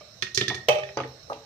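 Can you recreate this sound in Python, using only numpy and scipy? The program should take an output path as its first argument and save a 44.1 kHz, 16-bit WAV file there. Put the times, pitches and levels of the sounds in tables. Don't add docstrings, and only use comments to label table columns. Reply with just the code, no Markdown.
import sys
import numpy as np
from scipy import signal
from scipy.fft import rfft, irfft, next_fast_len
from scipy.io import wavfile
from scipy.ndimage import uniform_filter1d

SR = 44100
rng = np.random.default_rng(int(sys.argv[2]) if len(sys.argv) > 2 else 0)


def volts_from_decibels(level):
    exponent = np.asarray(level, float) / 20
    return 10 ** exponent


def pcm_store(signal):
    levels = np.round(np.clip(np.atleast_2d(signal), -1, 1) * 32767)
    wavfile.write(sys.argv[1], SR, levels.astype(np.int16).T)


N = 63945


def unit(x):
    return x / np.sqrt(np.mean(x ** 2) + 1e-20)


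def along(points, hz):
    f, value = np.transpose(points)
    return np.interp(np.log(hz + 1), np.log(f + 1), value)


def filtered(x, response):
    n = x.shape[-1]
    size = next_fast_len(n + SR)
    spectrum = rfft(x, size) * response(np.fft.rfftfreq(size, 1 / SR))
    return irfft(spectrum, size)[..., :n]


def peak(f, hz, width):
    return 1j * f * width / (hz * hz - f * f + 1j * f * width)


def rush(response, patchy_db):
    # f/Hz, likeness/1
    alike = [(60, 0.99), (240, 0.86), (950, 0.25), (3770, 0.0), (15000, 0.13)]
    bands = signal.stft(rng.standard_normal((2, N + 512)), nperseg=512)[2]
    patches = uniform_filter1d(rng.standard_normal(bands.shape[1:]), size=5, axis=0)
    patches = uniform_filter1d(patches, size=8, axis=1)
    pair = signal.istft(bands * volts_from_decibels(patchy_db * unit(patches)), nperseg=512)[1][:, :N]

    def middle_and_side(hz):
        angle = np.arccos(np.clip(along(alike, hz), -1, 1)) / 2
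        return response(hz) * [np.cos(angle), np.sin(angle)]

    mid, side = filtered(pair, middle_and_side)
    return unit(np.array([mid + side, mid - side]))


def outdoors():
    # f/Hz, level/dB per Hz
    air_curve = [(24, -62), (40, -19), (59, 4), (352, -19), (626, -5.5), (961, -26), (1070, -13),
                 (3400, -20.5), (4420, -68.5), (7480, -120)]
    # f/Hz, width/Hz, level/dB
    insects = [(3946, 390, -5.5), (4330, 100, -7), (5343, 520, -8.5), (6000, 430, -18.5),
               (7670, 1200, -22.5)]
    air = rush(lambda f: volts_from_decibels(along(air_curve, f)), patchy_db=2.2)
    chorus = rush(lambda f: sum(volts_from_decibels(db) * abs(peak(f, hz, w)) ** 2 for hz, w, db in insects), patchy_db=2.0)
    hiss = rush(lambda f: abs(peak(f, 9000, 14000)), patchy_db=1.5)
    return volts_from_decibels(-58.5) * air + volts_from_decibels(-58.5) * chorus + volts_from_decibels(-73.5) * hiss


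def tail(t60_of, size):
    hz, t, bands = signal.stft(rng.standard_normal((2, size)), SR, nperseg=128)
    fade = volts_from_decibels(-60 * t / t60_of(hz)[:, None])
    x = signal.istft(bands * fade, SR, nperseg=128)[1]
    bass = filtered(x[0] - x[1], lambda f: 1 / (1 + (f / 1300) ** 4))
    x = np.array([x[0], x[1] + bass])
    return x / np.linalg.norm(x[0])


def kitchen(x):
    # f/Hz, t60/s
    walls = [(150, 0.47), (1000, 0.34), (4000, 0.33), (12000, 0.26)]
    wet_db, lead_s = -7.5, .0001
    direct = filtered(x, lambda f: np.exp(1j * np.pi * f * lead_s * np.array([[1], [-1]])))
    echoes = tail(lambda hz: along(walls, hz), size=SR // 2)
    echoes = np.pad(echoes, ((0, 0), (200, 0)))
    return direct + volts_from_decibels(wet_db) * signal.fftconvolve(x, echoes, axes=1)[:, :N]


def add(track, x, s):
    part = track[:, round(s * SR):][:, :x.shape[1]]
    part += x[:, :part.shape[1]]


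def crack_of(t, hz, contact):
    rise_s, soften = .0004, .12
    tail_s, tail_share = 0.013, 0.5
    grain_s, grain_db = .0015, 3.5
    click, sharp_s = 8.4, 0.0045
    width, skirt_db, skirt_hz = 0.96, -34, 14500

    rise = 1 - np.exp(-t / (rise_s + soften * contact))
    shape = rise * (np.exp(-t / contact) + tail_share * np.exp(-t / tail_s))
    apart = min(hz / 2500, 1)
    a, b = rng.standard_normal((2, len(t)))
    grit = np.array([a + apart * b, a - apart * b]) * shape
    grains = np.interp(t / grain_s, np.arange(len(t)), np.clip(b[::-1], -2, 1.5))
    grit *= volts_from_decibels(grain_db * grains - 2)
    grit[:, round(rise_s * SR)] += click * np.exp(-contact / sharp_s)

    def body(f):
        skirt = volts_from_decibels(skirt_db) * (hz / 4000) ** 2 * peak(f, skirt_hz, 2670)
        return peak(f, hz, width * hz) ** 3 + skirt

    return filtered(grit, body) * np.sqrt(SR / hz) / 2


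def ring_of(t, modes, ring_db, contact):
    flutter_hz, flutter_db, flutter_rad, steady_hz = 110, 4, 1.1, 500
    swell, lag_cycles = 0.25, 0.72
    early, early_s = 1.63, 0.0088
    scatter_db, spread_hz = 1.2, 716

    f, level, t60 = np.transpose(modes)[..., None]
    knots = rng.standard_normal((2, len(modes), 60))
    drift = np.array([[np.interp(t * flutter_hz, np.arange(60), k) for k in part] for part in knots])
    drift *= np.minimum(f / steady_hz, 1)
    size, turn = rng.standard_normal((2, len(modes), 1))
    fade = volts_from_decibels(level + ring_db - 7.5 + scatter_db * size + flutter_db * drift[0] - 60 * t / t60)
    fade *= 1 - np.exp(-t / (swell * contact + lag_cycles / f))
    fade *= 1 + early * np.exp(-t / early_s)
    phase = 2 * np.pi * f * t + flutter_rad * (drift[1] - drift[1][:, :1])
    side = turn * np.minimum((f / spread_hz) ** 2, 1.5)
    return np.array([(fade * np.sin(phase + k * side)).sum(0) for k in (.5, -.5)])


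def knocks(rows, modes):
    out, t = np.zeros((2, N)), np.arange(SR // 3) / SR
    for s, crack_db, ring_db, hz, contact in rows:
        crack = volts_from_decibels(crack_db) * crack_of(t, hz, contact)
        add(out, crack + ring_of(t, modes, ring_db, contact), s)
    return out


def rim_clinks():
    # t/s, crack level/dB, ring level/dB, crack f/Hz, contact time/s
    clinks = [
        (.9715, -59, -33, 5500, 0.0023),
        (1.002, -74, -56, 5500, 0.0032),
    ]
    # f/Hz, level/dB, t60/s
    rim = [(4750, -8, 0.047), (5520, -1.5, 0.037), (6130, -5, 0.033)]
    return knocks(clinks, rim)


def blade_ticks():
    # t/s, crack level/dB, ring level/dB, crack f/Hz, contact time/s
    ticks = [(.267, -36, -34.5, 2000, 0.0045), (.834, -38, -28.5, 3000, 0.0013),
             (.889, -42, -39, 2000, .004), (1.034, -36, -34.5, 1790, .006), (.2232, -27, -21, 1680, 0.0019),
             (.3752, -25.5, -44, 2000, .005), (.551, -40.5, -55, 5900, 0.003),
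             (.6845, -38, -68, 14500, 0.0051), (.9715, -35.5, -56, 2240, 0.012),
             (1.07, -67, -85, 12900, .03), (1.29, -59, -80, 9900, 0.036), (.71, -34.5, -55, 2400, 0.048)]
    # f/Hz, level/dB, t60/s
    blade = [(1860, 0, .05), (2500, -8, .04), (3470, -13, .04)]
    return knocks(ticks, blade)


def drops_into_pot():
    # t/s, crack level/dB, ring level/dB, crack f/Hz, contact time/s
    drops = [
        (.9712, -23, -25, 875, 0.0038),
        (.986, -26.5, -47.5, 1220, 0.0019),
        (1.002, -32, -33.5, 2410, 0.00076),
        (1.04, -37.5, -38, 466, 0.022),
        (1.278, -60, -52, 500, 0.011),
        (1.2985, -31, -33.5, 810, 0.0031),
        (1.318, -26.5, -44, 700, 0.0044),
        (1.33, -38.5, -47, 2690, 0.0016),
    ]
    # f/Hz, level/dB, t60/s
    full_pot = [(129.5, -11.5, .3), (330.2, -7, 0.25), (437.6, -1, 0.26), (518, -2.5, 0.13),
                (560, -0.5, 0.13), (715, -4, 0.067), (838, 1, 0.19), (1230, -23, 0.11), (1244, 0, 0.11),
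                (1744, -18, .04), (2762, -18, 0.031), (253.3, -16, 0.43)]
    return knocks(drops, full_pot)


def board_on_pot():
    # t/s, crack level/dB, ring level/dB, crack f/Hz, contact time/s
    bumps = [
        (.009, -87, -52, 1000, 0.001),
        (.6842, -18, -16.5, 2510, 0.0085),
        (.686, -15.5, -34, 562, 0.0053),
        (.6845, -27.5, -71, 6000, 0.004),
        (.754, -33.5, -42, 2300, .005),
        (.783, -38.5, -39, 2434, 0.015),
    ]
    # f/Hz, level/dB, t60/s
    pot = [(133.4, -14.5, 0.92), (398, -15, 0.58), (488, 4.5, 0.1), (571, -0.5, 0.047), (610.5, 2.5, 0.38),
           (700, -2.5, 0.13), (818, -8, 0.4), (1199, -5.5, 0.28), (2315, -8.5, 0.36), (2588, -7.5, 0.41),
           (3103, -7, 0.24), (4400, -48.5, .15), (5870, -7.5, 0.089), (7913, -13.5, .06)]
    return knocks(bumps, pot)


def knife_on_board():
    # t/s, crack level/dB, ring level/dB, crack f/Hz, contact time/s
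    knife = [(.214, -53, -78, 5000, 0.0049), (.2228, -21, -30, 3700, 0.003), (.3448, -24, -46, 4900, 0.01),
             (.3745, -18.5, -23, 4450, 0.0028), (.4118, -20, -22.5, 2980, 0.00086),
             (.4808, -21.5, -25, 4090, 0.0035), (.499, -29.5, -28, 2310, 0.0024),
             (.5445, -32.5, -28.5, 3750, 0.0058), (.416, -33.5, -71, 556, .006),
             (.502, -32, -62, 826, 0.019), (.575, -50, -34, 700, 0.019)]
    # f/Hz, level/dB, t60/s
    board = [(125, -4.5, 0.22), (97, -18, 0.21), (207.4, -16, 0.33), (373.2, -7.5, 0.22),
             (412.6, -9.5, 0.12), (1309, -14, 0.14), (1775, -1.5, 0.047), (1858, -4.5, 0.37),
             (2380, -5, 0.031), (3510, 2, 0.022), (4406, -33, 0.022)]
    return knocks(knife, board)


def scene():
    sources = [rim_clinks, blade_ticks, drops_into_pot, board_on_pot, knife_on_board]
    return outdoors() + sum(kitchen(source()) for source in sources)


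def roll_off(x):
    return signal.sosfilt(signal.butter(12, 16500, fs=SR, output="sos"), x)


def record(dry):
    # f/Hz, level/dB
    port = [(50, -9.5), (80, 4), (6200, 2.5), (7200, 0.5), (9500, -2.5), (12500, 1.5), (15000, 7.5),
            (16000, -56)]
    # f/Hz, level/dB
    lean = [(60, 2), (1000, -2), (2500, -7), (4200, -10.5), (6400, -19), (8500, 11.5), (10500, 4),
            (14000, -4)]
    top_hz = 16600

    def ports(f):
        halves = along(lean, f) * np.array([[.5], [-.5]])
        return volts_from_decibels(along(port, f) + halves) * (f < top_hz)

    return roll_off(filtered(dry, ports))


dry = scene()
out = record(dry)
pcm_store(out)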